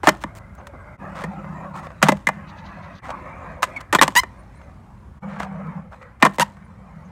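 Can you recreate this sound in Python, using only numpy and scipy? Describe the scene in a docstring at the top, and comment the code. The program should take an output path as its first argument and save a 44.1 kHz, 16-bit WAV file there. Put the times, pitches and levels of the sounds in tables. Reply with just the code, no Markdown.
"""Skateboard flip tricks on concrete

A skateboarder lands four flip tricks on smooth outdoor concrete, close to a small microphone.
Blows ring the maple deck as a bank of decaying modes with noise for grit; urethane wheels roar as filtered
noise and shake the deck's bending modes; skidding wheels squeal by stick-slip, as gliding harmonics.
Shoes scuff the grip tape in shaped noise, and the hardest blows overload the microphone."""
import sys
import numpy as np
from scipy import signal
from scipy.fft import rfft, irfft, next_fast_len
from scipy.io import wavfile
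from scipy.ndimage import uniform_filter1d, map_coordinates

SR = 44100
rng = np.random.default_rng(int(sys.argv[2]) if len(sys.argv) > 2 else 0)


def wrap_up_sound(samples):
    """Save the sound to the file named by the first command line argument, as 16-bit audio."""
    columns = np.atleast_2d(samples).T
    # keep every value between -1 and 1, then stretch to whole-number steps
    tamed = np.clip(columns, -1, 1)
    steps = np.round(tamed * 32767).astype(np.int16)
    wavfile.write(sys.argv[1], SR, steps)


N = 313548
TIME = np.arange(N) / SR
BLOW_TIME = np.arange(SR // 2) / SR
TOP_HZ = 16100  # upper band limit of the microphone


def amp(db):
    """Level in decibels to amplitude ratio."""
    return 10 ** (np.asarray(db) / 20)


def unit(x, first=None):
    """Normalization: x scaled to rms 1, over all of it or over its first seconds."""
    head = x if first is None else x[:int(first * SR)]
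    return x / np.sqrt(np.mean(head ** 2) + 1e-20)


def along(points, hz):
    """Interpolation of (frequency, value) points on a logarithmic frequency axis."""
    f, v = np.transpose(points)
    return np.interp(np.log(hz + 1), np.log(f + 1), v)


def wobble(rate, size=N):
    """Slow random modulation: a smooth curve through rate random knots a second."""
    knots = rng.standard_normal(int(size * rate / SR) + 4)
    return map_coordinates(knots, [np.arange(size) * rate / SR])


def filtered(x, response):
    """Linear filtering: the spectrum of x times a response of frequency."""
    m = next_fast_len(len(x) + 8192)
    return irfft(rfft(x, m) * response(np.fft.rfftfreq(m, 1 / SR)), m)[:len(x)]


def coloured(x, spectrum, size=4096):
    """Minimum-phase filtering: a causal filter with the given spectrum keeps attacks sharp."""
    cepstrum = irfft(np.log(amp(along(spectrum, np.fft.rfftfreq(size, 1 / SR)))))
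    # fold the cepstrum onto positive times
    cepstrum[1:size // 2] *= 2
    cepstrum[size // 2 + 1:] = 0
    impulse_response = irfft(np.exp(rfft(cepstrum)))[:size // 2]
    return signal.fftconvolve(x, impulse_response)[:len(x)]


def grains(size, spiky_db):
    """Amplitude-modulated white noise: its strength varies quickly from one surface grain to the next."""
    return unit(rng.standard_normal(size) * amp(spiky_db * wobble(900, size)))


def patchy(x, patchy_db):
    """Spectral modulation: each stretch of concrete favours slightly different pitches."""
    z = signal.stft(x, nperseg=1024)[2]
    field = uniform_filter1d(rng.standard_normal(z.shape), size=3, axis=0)  # over frequency
    field = uniform_filter1d(field, size=6, axis=1)  # over time
    return signal.istft(z * amp(patchy_db * unit(field)), nperseg=1024)[1][:len(x)]


def dying(t60):
    """Damping: exponential decay by 60 dB in t60 seconds, over the length of a blow."""
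    return amp(-60 * BLOW_TIME / t60)


def held(t, length, attack_s, release_t60, linger_db, linger_t60):
    """Two-rate decay: attack, hold and a quick release that leaves a weaker, slower tail."""
    after = np.maximum(t - length, 0)
    release = np.maximum(amp(-60 * after / release_t60), amp(linger_db - 60 * after / linger_t60))
    return np.clip(t / attack_s, 0, 1) * release


def add(track, s, x):
    """Superposition: mix x into the track at s seconds."""
    start = max(round(s * SR), 0)
    track[start:start + len(x)] += x[:max(N - start, 0)]


def faded(start, end, fade_s):
    """Linear gating: a gain that rises after start and falls before end."""
    return np.clip(np.minimum(TIME - start, end - TIME) / fade_s, 0, 1)


# the four rides:
# (start [s], end [s], upper bending mode against the lower [dB], background against its base level [dB])
RIDES = [(-.05, 0.974, 3, 2), (0.974, 3.015, -2.5, 1), (3.01, 5.203, -0.5, 1), (5.2, 7.199, 1, -2)]
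# low outdoor background: (frequency [Hz], spectral level [dB])
AIR = [(20, -26), (32, -16), (48, 0.5), (68, 1.5), (100, -1), (140, -6.5), (220, -10.5), (320, -21),
       (500, -26.5), (1500, -28.5), (4000, -49), (10000, -52.5), (16000, -63.5)]


def outdoor_air():
    """Broadband ambient noise: a low outdoor rumble that dips briefly between rides."""
    base = amp(-44.0) * unit(coloured(rng.standard_normal(N), AIR))
    return base * sum(faded(start, end, 0.023) * amp(air_db) for start, end, _, air_db in RIDES)


def stance_db(s):
    """Modal excitation: where the feet stand in the ride at s seconds weights the upper bending mode."""
    return [mode_db for start, _, mode_db, _ in RIDES if start <= s][-1]


def dispersed(x, lag_s=0.001933, fast_hz=3000):
    """Dispersion: bending waves in wood travel slower the lower they are, so a blow chirps downward."""
    def response(hz):
        slowness = np.sqrt(1000 / np.maximum(hz, 150)) - np.sqrt(1000 / fast_hz)
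        delay = lag_s * np.maximum(slowness, 0)
        return np.exp(-2j * np.pi * np.cumsum(delay) * hz[1])  # phase is the integral of delay
    return filtered(x, response)


def radiated(x, low_hz=146):
    """Radiation efficiency: a deck this small pushes little air below its first bending mode."""
    highpass = signal.butter(7, 1, "high", analog=True)
    return filtered(x, lambda hz: signal.freqs(*highpass, worN=hz / low_hz)[1])


# modes the board rings with: (frequency [Hz], mean level [dB], decay t60 [s])
BOARD_MODES = [(540, -1.5, 0.034), (621, -3, 0.037), (790, -5.5, 0.026), (914, 0.5, 0.022),
               (1010, -5.5, 0.038), (1128, -2, 0.023), (1275, -2, 0.014), (1440, -11, 0.032),
               (1709, 0, 0.017), (1827, -4, 0.042), (2036, -2.5, 0.039), (2400, -6.5, .03),
               (2950, -13, 0.045)]


def clack(centre_hz, chatter_t60, focus_db, chatter):
    """Modal synthesis: blow and chatter ring the board; contact place and hardness favour some modes."""
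    ring = np.zeros(len(BLOW_TIME))
    for hz, db, t60 in BOARD_MODES:
        level_db = db + rng.normal(0, 2.5) - focus_db * abs(np.log2(hz / centre_hz))
        sign = rng.choice([-1, 1])
        ring += sign * amp(level_db) * dying(t60) * np.sin(2 * np.pi * hz * BLOW_TIME)
    force = chatter * rng.standard_normal(len(BLOW_TIME)) * dying(chatter_t60)
    force[0] += 1  # the blow itself
    return unit(signal.fftconvolve(force, ring)[:len(ring)], first=0.0059)


# tail, deck and wheels striking the ground:
# (time [s], clack [dB], deck boom [dB], foot knock [dB], crack [dB], clack centre [Hz], chatter t60 [s])
BLOWS = [(0.033, -21, -69, -28, -37.5, 833, 0.055), (0.0716, -4, -37, -13.5, -16, 970, 0.056),
         (0.085, -10, -27, -26.5, -18, 1296, 0.029), (0.091, -11, -35.5, -27.5, -15, 1150, 0.012),
         (0.238, -21.5, -34, -31, -34, 990, 0.012), (1.238, -25.5, -26, -42, -39, 890, 0.04),
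         (2.027, -6, -12, -32, -9.5, 805, 0.039), (2.085, -7.5, -17.5, -35, -15.5, 900, 0.039),
         (2.09, -5.5, -31.5, -32, -23.5, 882, 0.02), (2.12, -15.5, -21, -28, -26.5, 790, 0.02),
         (2.27, -14.5, -26, -64, -22, 1890, 0.028), (2.288, -13.5, -60, -50, -28.5, 1186, 0.021),
         (3.629, -14.5, -61, -47, -17.5, 1340, 0.044), (3.638, -18, -68, -48, -26, 924, 0.03),
         (3.927, -14.5, -35, -23.5, -18, 930, 0.054), (3.949, -7.5, -41.5, -20.5, -16, 1104, 0.037),
         (3.987, -15.5, -38, -32.5, -38.5, 1593, 0.038), (4.0134, -6.5, -51, -18, -9, 1250, 0.022),
         (4.0228, -7, -24.5, -41, -10, 1003, 0.034), (4.031, -15, -27, -28, -12, 1128, 0.032),
         (4.079, -14.5, -33, -33, -23.5, 1090, 0.016), (4.153, -22.5, -35.5, -48.5, -21.5, 1610, 0.034),
         (4.234, -24.5, -50, -42, -35.5, 1155, 0.017), (5.399, -33, -31, -41.5, -38, 1130, 0.028),
         (6.225, -2.5, -25, -11, -13.5, 1400, 0.038), (6.25, -7.5, -26.5, -21, -18, 1150, 0.041),
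         (6.265, -14, -28, -29, -29, 1293, 0.02), (6.3842, -19, -29, -51, -31, 962, 0.025),
         (6.3968, -12, -23, -41, -17, 1060, 0.033), (6.407, -25, -34, -50, -19, 1060, 0.028)]
# slow bending modes of the loaded deck: (frequency [Hz], level in a blow [dB], decay t60 in a blow [s])
BENDING = [(156, 4.5, 0.15), (198, 5.5, 0.16)]
# colours of the gritty crack and of the foot knock: (frequency [Hz], spectral level [dB])
CRACK = [(300, -16.5), (1000, 14.5), (2200, 7.5), (3300, 6), (4700, -0.5), (5800, -1), (7000, 0.5),
         (8500, -1), (10200, -10.5), (12000, -9), (16000, -21.5)]
KNOCK = [(30, -56), (80, -40), (130, -20), (220, -8), (310, -1.5), (400, -5), (480, -12.5), (900, -54.5)]


def blows():
    """Impact excitation: each contact sounds a clack, a gritty crack, a foot knock and a slow deck boom."""
    out = np.zeros(N)
    for s, clack_db, boom_db, knock_db, crack_db, centre_hz, chatter_t60 in BLOWS:
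        crack = coloured(grains(len(BLOW_TIME), spiky_db=2) * dying(chatter_t60 * 1.2), CRACK)
        knock = coloured(rng.standard_normal(len(BLOW_TIME)) * dying(0.039), KNOCK)
        boom = sum(amp(db + lift_db) * dying(t60) * np.sin(2 * np.pi * hz * BLOW_TIME)
                   for (hz, db, t60), lift_db in zip(BENDING, (0, stance_db(s))))
        boom = boom * (1 - dying(0.012))  # the heavy deck takes a moment to swing
        wood = (amp(clack_db) * clack(centre_hz, chatter_t60, focus_db=8.5, chatter=0.098)
                + amp(knock_db) * unit(knock, first=0.0078)
                + amp(boom_db) * unit(boom, first=0.0035))
        add(out, s, radiated(dispersed(wood)) + amp(crack_db) * unit(crack, first=0.0074))
    return out


def settling(against_crack_db=-34, t60=0.56):
    """Friction noise: after every blow the soles grind into the grip tape, and the powers add."""
    power = np.zeros(N)
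    for s, _, _, _, crack_db, _, _ in BLOWS:
        add(power, s, (amp(crack_db + against_crack_db) * dying(t60)) ** 2)
    return np.sqrt(power) * unit(coloured(grains(N, spiky_db=5), CRACK))


# faint answer of the open lot: (frequency [Hz], decay t60 [s])
LOT = [(150, 0.5), (1000, 0.3), (4000, 0.15), (12000, 0.084)]


def lot(x):
    """Diffuse reflection: thin scatter from the ground, benches and hedges, dying at its own rate per band."""
    hz, t, z = signal.stft(rng.standard_normal(SR // 2), SR, nperseg=256)
    decay = amp(-60 * t / along(LOT, hz)[:, None])
    tail = signal.istft(z * decay, SR, nperseg=256)[1]
    return signal.fftconvolve(x, tail / np.linalg.norm(tail))[:N]


# colour of sole and grip tape before tilting: (frequency [Hz], spectral level [dB])
SCUFF_COLOUR = [(60, -59.5), (130, -31), (220, -9.5), (400, -5), (600, 12), (1200, 15.5), (2100, 6),
                (3000, -0.5), (5000, -8.5), (8500, -11.5), (11000, -24), (16000, -24.5)]


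def tilted(bright_db):
    """Spectral tilt: the scuff colour turned about 2 kHz by bright_db per octave."""
    return [(hz, level + bright_db * np.log2(hz / 2000)) for hz, level in SCUFF_COLOUR]


# soles dragging on grip tape and the board scraping:
# (time [s], length [s], level [dB], brightness [dB per octave])
SCUFFS = [(0.037, 0.037, -30, 0.5), (0.208, 0.027, -44.5, 3.5), (0.574, 0.049, -43.5, -7.5),
          (0.731, 0.03, -41, -14.5), (1.142, 0.108, -37, -0.5), (1.743, 0.068, -45, 2.5),
          (1.826, 0.051, -51.5, 3), (2.015, 0.022, -29, -4.5), (2.04, 0.047, -25, -1),
          (3.025, 0.107, -42, 0), (3.621, 0.018, -28.5, 3), (3.803, 0.016, -38, 2),
          (3.934, 0.013, -20.5, -2), (4.038, 0.029, -38, -15), (5.267, 0.13, -43.5, -3),
          (5.381, 0.083, -36, -1), (5.919, 0.032, -42.5, -4), (6.018, 0.017, -44.5, -2),
          (6.197, 0.02, -48, 0.5), (6.215, 0.0091, -30.5, -4.5), (6.238, 0.0094, -18.5, -3),
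          (6.254, 0.022, -17.5, -3), (6.33, 0.041, -50.5, 5.5)]


def scuffs():
    """Sliding friction: short strokes of gritty noise."""
    out = np.zeros(N)
    for s, length, db, bright_db in SCUFFS:
        size = int(length * SR)
        stroke = grains(size, spiky_db=4) * signal.windows.tukey(size, .4)
        stroke = coloured(np.pad(stroke, (0, 512)), tilted(bright_db))  # room for the filter to ring out
        add(out, s, amp(db) * unit(stroke, first=size / SR))
    return out


# stretches of turning wheels (run-ups, pivots and roll-aways):
# (time [s], length [s], roar [dB], change as the board nears or leaves [dB per s],
#  upper roar, deck drone, grit [each dB against the roar])
ROLLS = [(0.25, 0.32, -46.5, -12.5, -14.5, -5.5, -29), (0.6, 0.39, -48, 2, -11, -20, -30),
         (0.987, 0.67, -39, -0.5, -13, 0.5, -28), (1.733, 0.11, -36, -25, -12, -2.5, -24.5),
         (1.92, 0.25, -55, 7, -6.5, 1, -17), (2.29, 0.64, -45.5, 2.5, -4, -2, -28),
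         (3.013, 0.51, -40, 2, -7.5, -8.5, -27), (3.66, 0.12, -40.5, -5, -5.5, -20, -24.5),
         (4.201, 0.49, -50, -5, -11, -5, -19.5), (4.7, 0.64, -55.5, -5.5, -21, 1.5, -22),
         (5.218, 0.53, -41.5, -1.5, -6.5, 7, -28.5), (5.905, 0.035, -48, 12, -6, -22.5, -18.5),
         (5.999, 0.048, -47.5, -7.5, -3, -16, -25.5), (6.43, 0.68, -55.5, 7, -6.5, 5, -21)]


def roll_gains(attack_s=0.017, release_t60=0.53, spin_db=-17, spin_t60=2.5):
    """Power summation: each stretch takes the weight, drifts with distance, then lifted wheels spin on."""
    power = np.zeros((4, N))  # roar, upper roar, drone, grit
    for s, length, db, db_per_s, upper_db, drone_db, grit_db in ROLLS:
        t = TIME - s
        gain = amp(db + db_per_s * np.clip(t, 0, length))
        gain = gain * held(t, length, attack_s, release_t60, spin_db, spin_t60)
        power += np.outer(amp([0, upper_db, drone_db, grit_db]), gain) ** 2
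    return np.sqrt(power)


def surface(patch_db=0.85, sway_db=0.44, pits_per_s=31, pit_db=-7.5, pit_t60=0.02):
    """Roughness modulation: patches of concrete, the rider's shifting weight and jolts over small pits."""
    pits = (rng.random(N) < pits_per_s / SR) * rng.random(N)
    jolts = amp(pit_db) * signal.fftconvolve(pits, dying(pit_t60))[:N]  # pit_db is the deepest pit's jolt
    return unit(amp(patch_db * wobble(45) + sway_db * wobble(5.5)) * (1 + jolts))


# the rider presses on the deck: (time of peak [s], width [s], drone swell [dB])
PRESSES = [(1.29, 0.05, 8.5), (1.53, 0.05, 9), (1.70, 0.069, 8.5), (2.33, 0.1, 13.5), (3.52, 0.052, 6.5),
           (5.56, 0.11, 2.5), (5.76, 0.06, 4.5), (6.98, 0.045, 4.5)]


def flexing(wander_db=2):
    """Load-dependent response: the deck's drone swells under the rider's weight and wanders in between."""
    presses_db = sum(db * np.exp(-((TIME - s) / width) ** 2) for s, width, db in PRESSES)
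    return amp(presses_db + wander_db * wobble(9))


def roar(spectrum, split_hz=1450):
    """Rolling noise: lower and upper roar of the wheels on the concrete's fine texture."""
    noise = coloured(patchy(grains(N, spiky_db=0.5), patchy_db=4.0), spectrum)

    def lower(hz):
        return 1 / (1 + (hz / split_hz) ** 8)
    return unit(filtered(noise, lower)), unit(filtered(noise, lambda hz: 1 - lower(hz)))


def drone(upper_db, width_hz=10):
    """Forced resonance: unevenness under the wheels keeps the deck's two bending modes sounding."""
    def modes(f):
        response = 0
        for (hz, _, _), db, sign in zip(BENDING, (0, upper_db), (1, -1)):
            damping = 1j * f * width_hz
            response = response + sign * amp(db) * damping / (hz * hz - f * f + damping)
        return response
    hum = radiated(filtered(rng.standard_normal(N), modes))
    power = np.abs(uniform_filter1d(hum ** 2, SR // 8))
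    return hum / np.sqrt(power + 1e-12)  # the rider's weight holds it fairly even


# wheel roar, one list for each ride: (frequency [Hz], spectral level [dB])
ROARS = [
    [(150, -23), (260, -13), (411, -5.5), (443, -11), (563, 6.5), (692, -1), (842, -0.5), (1550, 0),
     (1630, 6), (1740, -20), (1880, -1), (2050, 6), (2470, -9), (2610, -41), (3500, -35), (4550, -91),
     (7700, -120)],
    [(150, -35.5), (260, -2), (353, -8), (453, -20), (516, -2.5), (569, 2.5), (628, -3.5), (806, -3.5),
     (939, -3), (1260, -2.5), (1510, -9.5), (1950, -6.5), (2220, -17), (2530, -13.5), (3500, -42.5),
     (4550, -55.5), (7700, -120)],
    [(150, -25), (260, 2), (316, -5), (360, -3.5), (468, -10.5), (516, 4), (569, 1), (824, -1), (1150, 2),
     (1400, -10), (1510, -10.5), (1670, -8.5), (2310, -12), (3110, -35.5), (3500, -34), (4550, -70),
     (7700, -120)],
    [(150, -47.5), (260, -47), (434, -1.5), (527, 9), (723, 1), (780, 5.5), (833, 3), (1000, 5), (1300, -2),
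     (1420, -8.5), (1740, -13), (2310, -17), (2820, -33.5), (3110, -30.5), (3500, -46.5), (4550, -62.5),
     (7700, -120)],
]
# grit under the wheels: (frequency [Hz], spectral level [dB])
GRIT = [(1800, -14.5), (2800, -1.5), (3800, 5.5), (5000, -1), (7000, 1), (9000, -5), (10500, -11),
        (13000, -14), (16000, -25)]


def rolling():
    """Roughness excitation: roar, drone and grit of the four rides; the level dips briefly between them."""
    roar_gain, upper_gain, drone_gain, grit_gain = roll_gains()
    texture = surface()
    deck_gain = drone_gain * flexing()
    grit = grit_gain * unit(coloured(patchy(grains(N, spiky_db=2.5), patchy_db=5.0), GRIT))
    out = np.zeros(N)
    for (start, end, mode_db, _), spectrum in zip(RIDES, ROARS):
        lower, upper = roar(spectrum)
        wheels = roar_gain * lower + upper_gain * upper + grit
        out += faded(start, end, 0.023) * (texture * wheels + deck_gain * drone(mode_db))
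    return out


def judder(start=0.352, length=0.039, slips_hz=205, level_db=-48, bright_db=6.0):
    """Periodic stick-slip: a sole shifts on the grip tape in a quick, even run of tiny slips."""
    out, t = np.zeros(N), BLOW_TIME[:int(length * SR)]
    slips = rng.standard_normal(len(t)) * np.exp(-4 * (t * slips_hz % 1))
    add(out, start, amp(level_db) * unit(coloured(slips, tilted(bright_db))))
    return out


# short ticks, several where the wheels cross joints in the concrete: (time [s], level [dB], brightness [dB per
# octave])
TICKS = [(0.551, -55, 11), (0.67, -35.5, 3), (1.444, -34, -6.5), (1.869, -34.5, -5), (1.904, -38.5, -3),
         (1.917, -45, -1), (2.17, -42, 3), (3.092, -26.5, -7.5), (3.104, -25, -2.5), (4.615, -45.5, -2.5),
         (5.315, -39.5, -3.5), (5.402, -21, -3.5), (5.43, -33, 0), (6.569, -47, -1)]


def ticks():
    """Impulsive noise: single short ticks, as fast-decaying bursts."""
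    out = np.zeros(N)
    for s, db, bright_db in TICKS:
        tick = coloured(rng.standard_normal(len(BLOW_TIME)) * dying(0.028), tilted(bright_db))
        add(out, s, amp(db) * unit(tick, first=.004))
    return out


# faint high chirps: (time [s], length [s], start frequency [Hz], end frequency [Hz], peak level [dB])
CHIRPS = [(0.572, 0.033, 6140, 6460, -60), (0.791, 0.05, 8050, 7900, -68), (4.376, .05, 9150, 9600, -62.5),
          (4.545, 0.027, 7750, 9270, -62.5), (4.564, .025, 9900, 9400, -62.5),
          (6.64, 0.027, 9630, 9740, -65), (7.038, 0.042, 6400, 6300, -64.5)]


def chirps(waver=0.028):
    """Frequency modulation: thin, wavering high squeaks from gliding sines."""
    out = np.zeros(N)
    for s, length, start_hz, end_hz, db in CHIRPS:
        size = int(length * SR)
        hz = np.linspace(start_hz, end_hz, size) * (1 + waver * wobble(640, size))
        add(out, s, amp(db) * np.sin(2 * np.pi * np.cumsum(hz) / SR) * np.hanning(size))
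    return out


# stick-slip squeals of skidding wheels and soles:
# (time [s], length [s], start frequency [Hz], end frequency [Hz], level [dB], swell [dB],
#  second harmonic [dB], higher harmonics [dB], overtone loss over the squeal [dB], starting roughness [0-1])
SQUEALS = [(2.269, 0.0079, 972, 1010, -15, -8, 19, -5, 5, 0.35),
           (3.761, 0.019, 2195, 2163, -30.5, 0, -29, -53, 0.5, 0.4),
           (3.9912, 0.0029, 1602, 1800, -7, -7.5, 4, -16.5, 14, 0.28),
           (4.1603, 0.041, 918.6, 1031, -10.5, -5, 3, -7.5, 2, 0.5),
           (6.408, 0.023, 798, 979, -24.5, 12, 9.5, 2, 27.5, 0.95)]
SQUEAL_ATTACK_S, SQUEAL_RELEASE_T60_S = 0.0026, 0.013
SQUEAL_RING_DB, SQUEAL_RING_T60_S = -20, 0.089  # the wheel rings on once it grips
CATCH_SHARE, CATCH_S = 0.069, 0.006  # the pitch starts high and sinks as the weight comes on
ARCH_DB = 3.5  # extra level half way through a squeal
SMOOTHING = 0.9  # roughness falls by this many powers of e from start to end
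RASP = 0.5  # grit thrown up at each slip, against the tone of a fully rough squeal


def squeals(fall_db=7.0, jitter=0.075, flutter_db=5.0):
    """Stick-slip oscillation: a skid slips once a cycle, roughly at first, then cleaner as its pitch glides."""
    out, t = np.zeros(N), BLOW_TIME[:SR // 6]
    k = np.arange(1, 17)[:, None]  # harmonic numbers
    for (s, length, start_hz, end_hz, db, swell_db,
         second_db, higher_db, loss_db, start_rough) in SQUEALS:
        progress = np.minimum(t / length, 1)
        glide = np.sin(np.pi / 2 * progress) ** 2
        hz = (start_hz + (end_hz - start_hz) * glide) * (1 + CATCH_SHARE * np.exp(-t / CATCH_S))
        rough = start_rough * np.exp(-SMOOTHING * progress)
        level = amp(db + swell_db * progress + ARCH_DB * np.sin(np.pi * progress))
        level = level * held(t, length, SQUEAL_ATTACK_S, SQUEAL_RELEASE_T60_S,
                             SQUEAL_RING_DB, SQUEAL_RING_T60_S)
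        phase = 2 * np.pi * np.cumsum(hz * (1 + jitter * rough * wobble(900, len(t)))) / SR
        # the contact patch keeps changing shape
        flutter = flutter_db * np.array([wobble(140, len(t)) for _ in k])
        upper_db = higher_db - fall_db * np.log2(k / 3) + flutter
        overtone_db = np.where(k == 2, second_db, upper_db) - loss_db * progress
        gains = amp(np.where(k == 1, 0, overtone_db)) * (k * hz < TOP_HZ)
        harmonics = gains * np.sin(k * phase + rng.uniform(0, 2 * np.pi, k.shape))
        tone = np.sum(harmonics, 0) / np.sqrt(np.sum(gains ** 2, 0) / 2)
        # a puff of grit at every slip
        slips = unit(coloured(rng.standard_normal(len(t)) * (1 + np.cos(phase)), CRACK))
        add(out, s, level * (tone + RASP * rough * slips))
    return out


# rustle of the wheel bearings: (frequency [Hz], spectral level [dB])
BEARING = [(1500, -38), (2800, 4), (3700, 7.5), (4600, 5), (5200, -6), (6200, 0), (8000, -30), (14000, -25)]


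def bearings(start=2.46, end=3.0, level_db=-61, turns_hz=14, swell_db=2, flare_db=4.5):
    """Rotational modulation: after the second landing the bearings rustle, swelling with each wheel turn."""
    turn = np.sin(2 * np.pi * turns_hz * TIME + wobble(5.6))
    rustle = unit(coloured(patchy(grains(N, spiky_db=3), patchy_db=3), BEARING))
    gain = amp(level_db + swell_db * turn + flare_db * wobble(40.13))  # it also flares unevenly
    return gain * faded(start, end, 0.012) * rustle


def scene():
    """Superposition of the tricks, their faint echo, the rolling between them and the outdoor air."""
    tricks = blows() + settling() + scuffs() + judder() + ticks() + squeals()
    echo = amp(-24) * lot(tricks)
    return (outdoor_air() + tricks + echo + rolling() + chirps() + bearings())[None]


def record(dry):
    """Saturation and band limiting: the microphone rounds off loud peaks and drops deep bass and top treble."""
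    clipped = dry[0] / (1 + np.abs(dry[0]) ** 6) ** (1 / 6)

    def band(hz):
        treble_cut = np.clip((TOP_HZ - hz) / 500 + .5, 0, 1)
        bass_cut = hz ** 4 / (hz ** 4 + 31 ** 4)
        return treble_cut * bass_cut
    return filtered(clipped, band)[None]


dry = scene()
out = record(dry)
wrap_up_sound(out)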